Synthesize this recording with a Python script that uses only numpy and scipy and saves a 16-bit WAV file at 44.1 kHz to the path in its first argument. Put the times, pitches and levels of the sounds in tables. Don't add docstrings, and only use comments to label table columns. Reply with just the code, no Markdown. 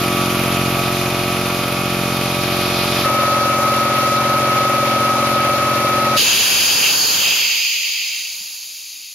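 import sys
import numpy as np
from scipy import signal
from scipy.fft import rfft, irfft, next_fast_len
from scipy.io import wavfile

SR = 44100
rng = np.random.default_rng(int(sys.argv[2]) if len(sys.argv) > 2 else 0)


def inscribe(sig):
    pcm = np.round(np.clip(np.atleast_2d(sig).T, -1, 1) * 32767)
    wavfile.write(sys.argv[1], SR, pcm.astype(np.int16))


N = 403074
M = next_fast_len(round(3.2 * SR))
HZ = np.maximum(np.arange(M // 2 + 1) * SR / M, 1)
HEADS_S, TANK_S, BLEED_S = (-1, 3.045), (3.045, 6.172), (6.172, 10)

# frequency in Hz, relative level in dB.
ROOM_COLOUR = [(25, 2), (100, 1), (250, 4), (500, -10), (1200, 1), (2000, -2)]
# start in seconds, level in dB.
THUDS = [(8.408, -45), (8.67, -57)]

# frequency in Hz, relative level in dB.
JET_COLOUR = [(30, -23), (100, -13), (500, -10.5), (1700, -10), (2300, -18), (7000, -21), (13500, -10.5),
              (14700, -29), (15800, -26)]
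# centre in Hz, width in Hz, relative level in dB.
JET_RESONANCES = [(2580, 630, 3), (3180, 440, -4.5), (3805, 120, -4.5), (4740, 890, 1), (6684, 1200, 5.5),
                  (9580, 370, -16.5), (10650, 860, -13.5), (11550, 260, -12.5), (12350, 400, -24),
                  (13550, 650, -6), (15500, 770, -5.5)]
# frequency in Hz, side minus mid in dB.
JET_WIDTH = [(60, -3), (92, -4), (140, -1), (210, -3), (330, -2), (500, -3), (770, -3), (1170, -2.5),
             (1790, -5.5), (2740, -10), (4190, -4.5), (6410, -4.5), (9810, 0), (15000, 9)]
JET_BAND_EDGES = [20, 500, 1900, 2850, 3550, 4200, 5700, 8100, 12300, 16000]
# level at full flow in dB, shares of the fall of jet, roar and pipe
# tones, extra level in dB as the valve opens.
JET_BANDS = [(-34.5, .01, 1.3, .01, 3), (-29, .01, 1.04, .01, 0.5), (-25, .01, -0.094, 0.88, 2.5),
             (-22.5, .01, 0.22, 0.73, 0.5), (-32.5, 0.49, -0.047, 0.16, 7), (-23, 0.9, -0.06, 0.011, 1),
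             (-22.5, 0.41, 0.2, .01, 1), (-26, 0.055, .4, 0.0086, 3), (-32, 0.47, 0.2, .01, -3)]
# time in seconds, level in dB, left minus right in dB.
JET_FALL = [(6.19, -22.5, 0), (6.82, -22, 0), (7.05, -21, -1), (7.15, -22, -0.5), (7.58, -24.5, -1),
            (8.1, -30.5, -0.5), (8.5, -38, -.3), (9.14, -44.5, 1)]
# time in seconds, level in dB.
ROAR_FALL = [(6.19, -30), (7.26, -32), (7.71, -48), (8.08, -52.5), (8.54, -56.5), (8.59, -58), (9.14, -65)]
PIPE_FALL = [(6.19, -20.5), (6.7, -22.5), (6.79, -25), (6.86, -18), (6.98, -28.5), (7.13, -26.5),
             (7.24, -20), (7.52, -20.5), (7.7, -22.5), (8.15, -27.5), (8.36, -39.5), (8.55, -45),
             (9.14, -48.5)]
FULL_FLOW_DB = (-22.5, -29.5, -21)
# side level in dB, end of its hold in seconds, fall in dB per second.
TREBLE_SPREAD = [(-20, 7, 11), (-30.5, 7.5, 15)]
# start in seconds, loss of side level in dB per second.
NARROWING = [(7.5, 25), (7.5, 37), (8.0, 28), (8.0, 16), (8.0, 17), (7.8, 6), (7.8, 9)]
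# time in seconds, frequency in Hz, depth from 0 to 1.
PORT_NULLS = [
    [(6.2, 5700, 0.3), (7.5, 5620, 0.6), (8.2, 5620, 0.5), (8.7, 5470, 0)],
    [(6.85, 10060, .01), (7.25, 10800, .9), (7.7, 10600, .95), (8.1, 11300, 1), (8.45, 12200, .01)],
]
PORT_NULL_WIDTHS = [390, 1100]
# start and end of the loudest part in seconds, level in dB,
# rise and fall in dB per second, first and last pitch in Hz, middle and time scale of the glide in seconds.
WHISTLES = [(6.85, 6.89, -19, 350, 450, 3000, 2560, 6.84, .03),
            (7.0, 7.1, -23, 200, 110, 4560, 2950, 7.17, .035)]

MAINS_HZ, HEADS_MOTOR_HZ, TANK_MOTOR_HZ = 60, 57.785, 57.895
HEADS_CRANK, TANK_CRANK = (22.524, 1.0157), (22.571, 3.367)
HEADS_MIX, TANK_MIX = (-24.5, -26.5, -35), (-27, -27, -19.5)   # intake, iron and rush, motor in dB
# time in seconds, then changes of level, brightness, intake and valve knock in dB.
HEADS_NEARNESS = [(0, 2, -2.5, -0.5, -0.5), (.6, 1.5, -1.5, 1, -1.5), (1.2, 0.5, -1.5, -0.5, 0),
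                  (1.95, -.5, -.5, .5, 0.5), (2.8, 0.2, 2, -0.1, 0.5), (3.04, 1, 2.5, -0.5, -0.5)]
TANK_NEARNESS = [(3.05, 0.32, -0.087, 1, .1), (3.6, 0, 0.18, 0.088, .1), (6.17, 0, -0.41, 0.15, 0.11)]
# frequency in Hz, left minus right in dB.
HEADS_BALANCE = [(60, 0.0), (110, 0.92), (200, 0.31), (380, 0.5), (700, 0.0), (1290, -2.6), (2380, -1.4),
                 (4400, 0.0), (8120, 2.0), (15000, 1.0)]
TANK_BALANCE = [(60, 4), (110, 2), (200, 1.5), (380, 1.5), (700, 2.5), (1290, 1.0), (2380, -1), (4400, 1.0),
                (8120, 3.0), (15000, 2.0)]
# multiple of motor speed, added multiple of the mains, relative level in dB.
HEADS_MOTOR_TONES = [(0, 2, 1.5), (12, 0, 0.5), (20, 0, 2.5), (20, 2, 3.5), (21, 2, -6), (20, 4, -5.5),
                     (16, 0, -13), (60, 2, -24)]
TANK_MOTOR_TONES = [(0, 2, -13), (12, 0, -18), (20, 2, 1), (21, 2, -14.5), (19, 2, -13), (22, 2, -19.5),
                    (23, 2, -19)]
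# frequency in Hz, relative level in dB.
HEADS_RUSH_COLOUR = [(30, -18), (70, -6), (300, 2), (800, 3), (1300, 2.5), (1700, -3), (2500, 2),
                     (4000, 0.5), (5200, -2), (6500, -6.5), (10000, -5.5), (12000, -6), (14000, -9.5),
                     (15200, -32.5)]
TANK_RUSH_COLOUR = [(30, -10.5), (100, 0), (300, -0.5), (600, 5.5), (1200, 8.5), (1600, 0.5), (2300, 4.5),
                    (2900, -1), (4500, -2.5), (6500, -8), (10000, -8.5), (12000, -9.5), (14100, -13.5),
                    (15200, -52)]
# frequency in Hz, side minus mid in dB.
HEADS_WIDTH = [(60, -24), (130, -20), (290, -20), (640, -19), (1410, -5.5), (3100, -6), (6820, -1.5),
               (15000, 1.5)]
TANK_WIDTH = [(60, -13.5), (130, -18), (290, -4.5), (640, -16.5), (1410, -8.5), (3100, 1), (6820, 2.5),
              (15000, 1)]
# pitch in Hz, seconds to die away by 60 dB, relative levels of
# the strong and the weak stroke in dB.
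HEADS_IRON_MODES = [(584.5, 0.18, 0.5, -2), (661, 0.15, -2, -23), (778.3, 0.38, 1, -27),
                    (1008, 0.092, -6, -19), (2208, 0.15, -1.5, -25), (2350, 0.028, 4, -7),
                    (2482, 0.061, 7, 1), (2830, 0.036, -20, -15), (3604, 0.26, -16, -18),
                    (4560, .03, -2.5, -17), (10100, 0.03, -1, -22)]
TANK_IRON_MODES = [(568, 0.12, 14.5, 7), (768, 0.37, -16.5, -4.5), (970, 0.055, -22, -24),
                   (1140, .06, -15, -23), (1628, .1, -4.5, -14), (2160, 0.082, -12, -22),
                   (2370, 0.045, -13, -28), (2310, .3, -3, -9), (2645, 0.1, -2.5, -11.5),
                   (3400, 0.064, -12, -21), (4500, 0.062, -8, -22), (9930, 0.031, 1, -7)]
# multiple of the stroke rate, relative level in dB.
HEADS_INTAKE = [(1, -19.5), (2, -11.5), (3, -5), (4, -4.5), (5, -5.5), (6, -8.5), (7, -8.5), (8, -3.5),
                (9, -22.5), (10, -17.5), (11, -18)]
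TANK_INTAKE = [(2, -14), (3, -5.5), (4, -16.5), (5, -3.5), (6, -7.5), (7, -8.5), (8, -5.5), (9, -16.5)]


def from_db(db):
    return 10 ** (np.asarray(db) / 20)


def in_time(rows, t):
    times, *columns = np.transpose(rows)
    return [np.interp(t, times, column) for column in columns]


def on_hz(rows):
    hz, db = np.transpose(rows)
    return from_db(np.interp(np.log(HZ), np.log(hz), db))


def crossfade(span, fade_s, t):
    return np.sqrt(np.clip(.5 + np.minimum(t - span[0], span[1] - t) / fade_s, 0, 1))


def drift(rate_hz):
    pole = np.exp(-80 * np.pi * rate_hz / SR)
    slow = signal.lfilter([1], [1, -2 * pole, pole * pole], rng.standard_normal(M // 40 + 2002))[2000:]
    return np.interp(np.arange(M) / 40, np.arange(len(slow)), slow / slow.std())


def ring(clicks, hz, t60):
    decay, step = from_db(-60 / (t60 * SR)), 2 * np.pi * hz / SR
    return signal.lfilter([0, np.sin(step)], [1, -2 * decay * np.cos(step), decay ** 2], clicks + 1e-18)


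def noise_bands(source, colour, width, edges_hz):
    mid_side = source * colour * np.array([np.ones_like(HZ), on_hz(width)])
    below = [1 / (1 + (HZ / edge) ** 24) for edge in edges_hz]
    return [irfft(mid_side * (high - low), M) for low, high in zip(below, below[1:])]


def garage(t):
    clicks = np.zeros(M)
    for start, db in THUDS:
        clicks[np.searchsorted(t, start)] = from_db(db)
    soft_blows = signal.lfilter(np.hanning(120) / 60, 1, clicks)
    hum = from_db(-65 + 2 * drift(4)) * np.sin(2 * np.pi * 310 * t)
    air = irfft(rfft(rng.standard_normal(M)) * on_hz(ROOM_COLOUR) * (HZ < 2000), M)
    return hum + ring(soft_blows, hz=200, t60=.1) + from_db(-66.5) * air / air.std()


def thin_ring(t, middle_s=2.915, half_s=.06, hz=3605, db=-33):
    return from_db(db) * np.exp(-((t - middle_s) / half_s) ** 4) * np.sin(2 * np.pi * hz * t)


def throat_whistles(t):
    out = 0
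    for start, end, db, rise, fall, high, low, middle, glide in WHISTLES:
        hz = low + (high - low) * (1 - np.tanh((t - middle) / glide / 2)) / 2
        phase = 2 * np.pi * np.cumsum(hz) / SR
        level_db = db - rise * np.maximum(start - t, 0) - fall * np.maximum(t - end, 0)
        out = out + from_db(level_db) * (drift(170) * np.cos(phase) + drift(170) * np.sin(phase))
    return out


def port_cancellation(mid, t):
    for rows, width_hz in zip(PORT_NULLS, PORT_NULL_WIDTHS):
        hz, depth = in_time(rows, t)
        carrier = np.exp(2j * np.pi * np.cumsum(hz) / SR)
        lowpass = signal.butter(2, width_hz / 2, fs=SR, output="sos")
        narrow_band = 2 * (signal.sosfiltfilt(lowpass, mid / carrier) * carrier).real
        mid = mid - depth * narrow_band
    return mid


def unloader_jet(t, gush_s=.35, calming_s=.4):
    power = on_hz(JET_COLOUR) ** 2
    for hz, width, db in JET_RESONANCES:
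        power += from_db(db) ** 2 / (1 + (2 * (HZ - hz) / width) ** 2) ** 2
    noise = noise_bands(rfft(rng.standard_normal((2, M))), np.sqrt(power), JET_WIDTH, JET_BAND_EDGES)
    jet_db, pan_db = in_time(JET_FALL, t)
    levels_db = np.array([jet_db, *in_time(ROAR_FALL, t), *in_time(PIPE_FALL, t)])
    falls_db = levels_db - np.array(FULL_FLOW_DB)[:, None]
    open_s = np.maximum(t - BLEED_S[0], 0)
    gush, sputter_db = np.exp(-open_s / gush_s), 2 * np.exp(-open_s / calming_s)
    bands = []
    for band, (db, *shares, gush_db) in zip(noise, JET_BANDS):
        flow_db = db + np.dot(shares, falls_db) + gush_db * gush
        flicker_db = .5 * drift(25) + sputter_db * drift(7.1)
        bands.append(band / band[0].std() * from_db(flow_db + flicker_db))
    side = 0
    for (_, treble), (db, start, fall) in zip(noise[-2:], TREBLE_SPREAD):
        side += treble / treble.std() * from_db(db - fall * np.maximum(t - start, 0))
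    for (_, lower), (start, fall) in zip(bands, NARROWING):
        side += lower * from_db(-fall * np.maximum(t - start, 0))
    mid = port_cancellation(sum(bands)[0], t)
    return np.array([(mid + side) * from_db(pan_db / 2), (mid - side) * from_db(-pan_db / 2)])


def motor(t, motor_hz, tones, waver_db, wander_turns):
    rotor_turns = motor_hz * t + wander_turns * drift(3.3)
    out = 0
    for rotor_order, mains_order, db in tones:
        gain = from_db(db + waver_db * (rotor_order > 0) * drift(21)) * np.sqrt(2)
        cycles = rotor_order * rotor_turns + mains_order * MAINS_HZ * t + rng.random()
        out += gain * np.cos(2 * np.pi * cycles)
    return out


def air_rush(turns, crank_hz, bright_db, colour, width, lead_turns, puff_db, weak_puff, flicker_db,
             rattle_db):
    edges_hz = [25, 300, 700, 1600, 3300, 5500, 9500, 10500, 20000]
    in_turn = (turns + lead_turns) % 1
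    patterns = rng.standard_normal((2, 2, SR // 20))[..., (in_turn * SR / crank_hz).astype(int)]
    blend = .28 * drift(.55)
    rattle = rfft(np.cos(blend) * patterns[0] + np.sin(blend) * patterns[1])
    rattle /= np.sqrt(1 + (HZ / 3000) ** 6)
    source = rfft(rng.standard_normal((2, M))) + from_db(rattle_db) * rattle
    puff = np.exp(-in_turn / .038) + weak_puff * np.exp(-((in_turn + .5) % 1) / .048)
    bands = noise_bands(source, on_hz(colour), width, edges_hz)
    shared_flicker = .1 * drift(7.1)
    presence = sum(bands[3:5])[0].std()
    bands[4] *= from_db(bright_db - bright_db.mean())
    mid, side = sum(band * from_db(db * puff + flicker_db * (shared_flicker + drift(13.4)))
                    for band, db in zip(bands, puff_db)) / presence
    return np.array([mid + side, mid - side])


def valve_knocks(turns, modes, lead_turns=.06, scatter_db=.7, rise_share=.1):
    stroke = np.floor(2 * (turns + lead_turns)).astype(int)
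    hits = np.flatnonzero(np.diff(stroke)) + 1
    out = np.zeros(M)
    for hz, t60, strong_db, weak_db in modes:
        hit_db = np.where(stroke[hits] % 2, weak_db, strong_db)
        clicks = np.zeros(M)
        clicks[hits] = -from_db(hit_db + scatter_db * rng.standard_normal(len(hits)))
        out += ring(clicks, hz, t60) - ring(clicks, hz, rise_share * t60)
    return out


def intake_thump(turns, harmonics, waver_db=1.0, skew_rad=2.55):
    out = 0
    for order, db in harmonics:
        gain = from_db(db + waver_db * drift(1.45)) * np.sqrt(2)
        out += gain * np.cos(4 * np.pi * order * turns + skew_rad)
    return out


def compressor(t, nearness, mix, balance, crank, intake, iron_modes, whine, **rush_settings):
    near_db, bright_db, breath_db, knock_db = in_time(nearness, t)
    intake_db, iron_db, whine_db = mix
    iron_db = iron_db + .38 * bright_db
    crank_hz, strong_stroke_s = crank
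    turns = crank_hz * (t - strong_stroke_s)
    load_swing = 1 + .017 * np.cos(2 * np.pi * turns)
    centre = from_db(intake_db + breath_db) * intake_thump(turns, intake)
    centre += from_db(whine_db) * whine * load_swing
    centre += from_db(iron_db + knock_db) * valve_knocks(turns, iron_modes)
    machine = centre + from_db(iron_db) * air_rush(turns, crank_hz, bright_db, **rush_settings)
    left_right = on_hz(balance) ** np.array([[.5], [-.5]])
    return from_db(near_db) * irfft(rfft(machine) * left_right, M)


def scene():
    starts = [0, 3 * SR, N - M]
    t_heads, t_tank, t_bleed = [(start + np.arange(M)) / SR for start in starts]
    whine = motor(t_heads, HEADS_MOTOR_HZ, HEADS_MOTOR_TONES, waver_db=2.1, wander_turns=.0059)
    heads = compressor(t_heads, HEADS_NEARNESS, HEADS_MIX, HEADS_BALANCE, HEADS_CRANK, HEADS_INTAKE,
                       HEADS_IRON_MODES, whine, colour=HEADS_RUSH_COLOUR, width=HEADS_WIDTH,
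                       lead_turns=.02947, puff_db=[1.5, 1.9, 1.3, .82, .8, 2, 16, 5.4], weak_puff=.18,
                       flicker_db=.9, rattle_db=-.5)
    whine = motor(t_tank, TANK_MOTOR_HZ, TANK_MOTOR_TONES, waver_db=1.0, wander_turns=.002)
    tank = compressor(t_tank, TANK_NEARNESS, TANK_MIX, TANK_BALANCE, TANK_CRANK, TANK_INTAKE,
                      TANK_IRON_MODES, whine, colour=TANK_RUSH_COLOUR, width=TANK_WIDTH,
                      lead_turns=.0303, puff_db=[1.3, 1.1, 1.3, 1.1, .61, 1.4, 8.1, 2.6], weak_puff=.24,
                      flicker_db=1.0, rattle_db=-6.5)
    bleed = unloader_jet(t_bleed) + throat_whistles(t_bleed) + garage(t_bleed)
    positions = [crossfade(HEADS_S, .034, t_heads) * (heads + thin_ring(t_heads)),
                 crossfade(TANK_S, .0085, t_tank) * tank,
                 crossfade(BLEED_S, .015, t_bleed) * bleed]
    out = np.zeros((2, N))
    for start, sound in zip(starts, positions):
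        out[:, start:start + M] += sound
    return out


def record(dry):
    dull = signal.butter(1, (6900, 9300), "bandstop", fs=SR, output="sos")
    gap = signal.cheby2(6, 55, (7960, 8380), "bandstop", fs=SR, output="sos")
    top_cut = signal.ellip(12, .5, 60, 15750, fs=SR, output="sos")
    return signal.sosfilt(np.vstack([dull, gap, top_cut]), 1.301 * np.tanh(dry / 1.3))


dry = scene()
out = record(dry)
inscribe(out)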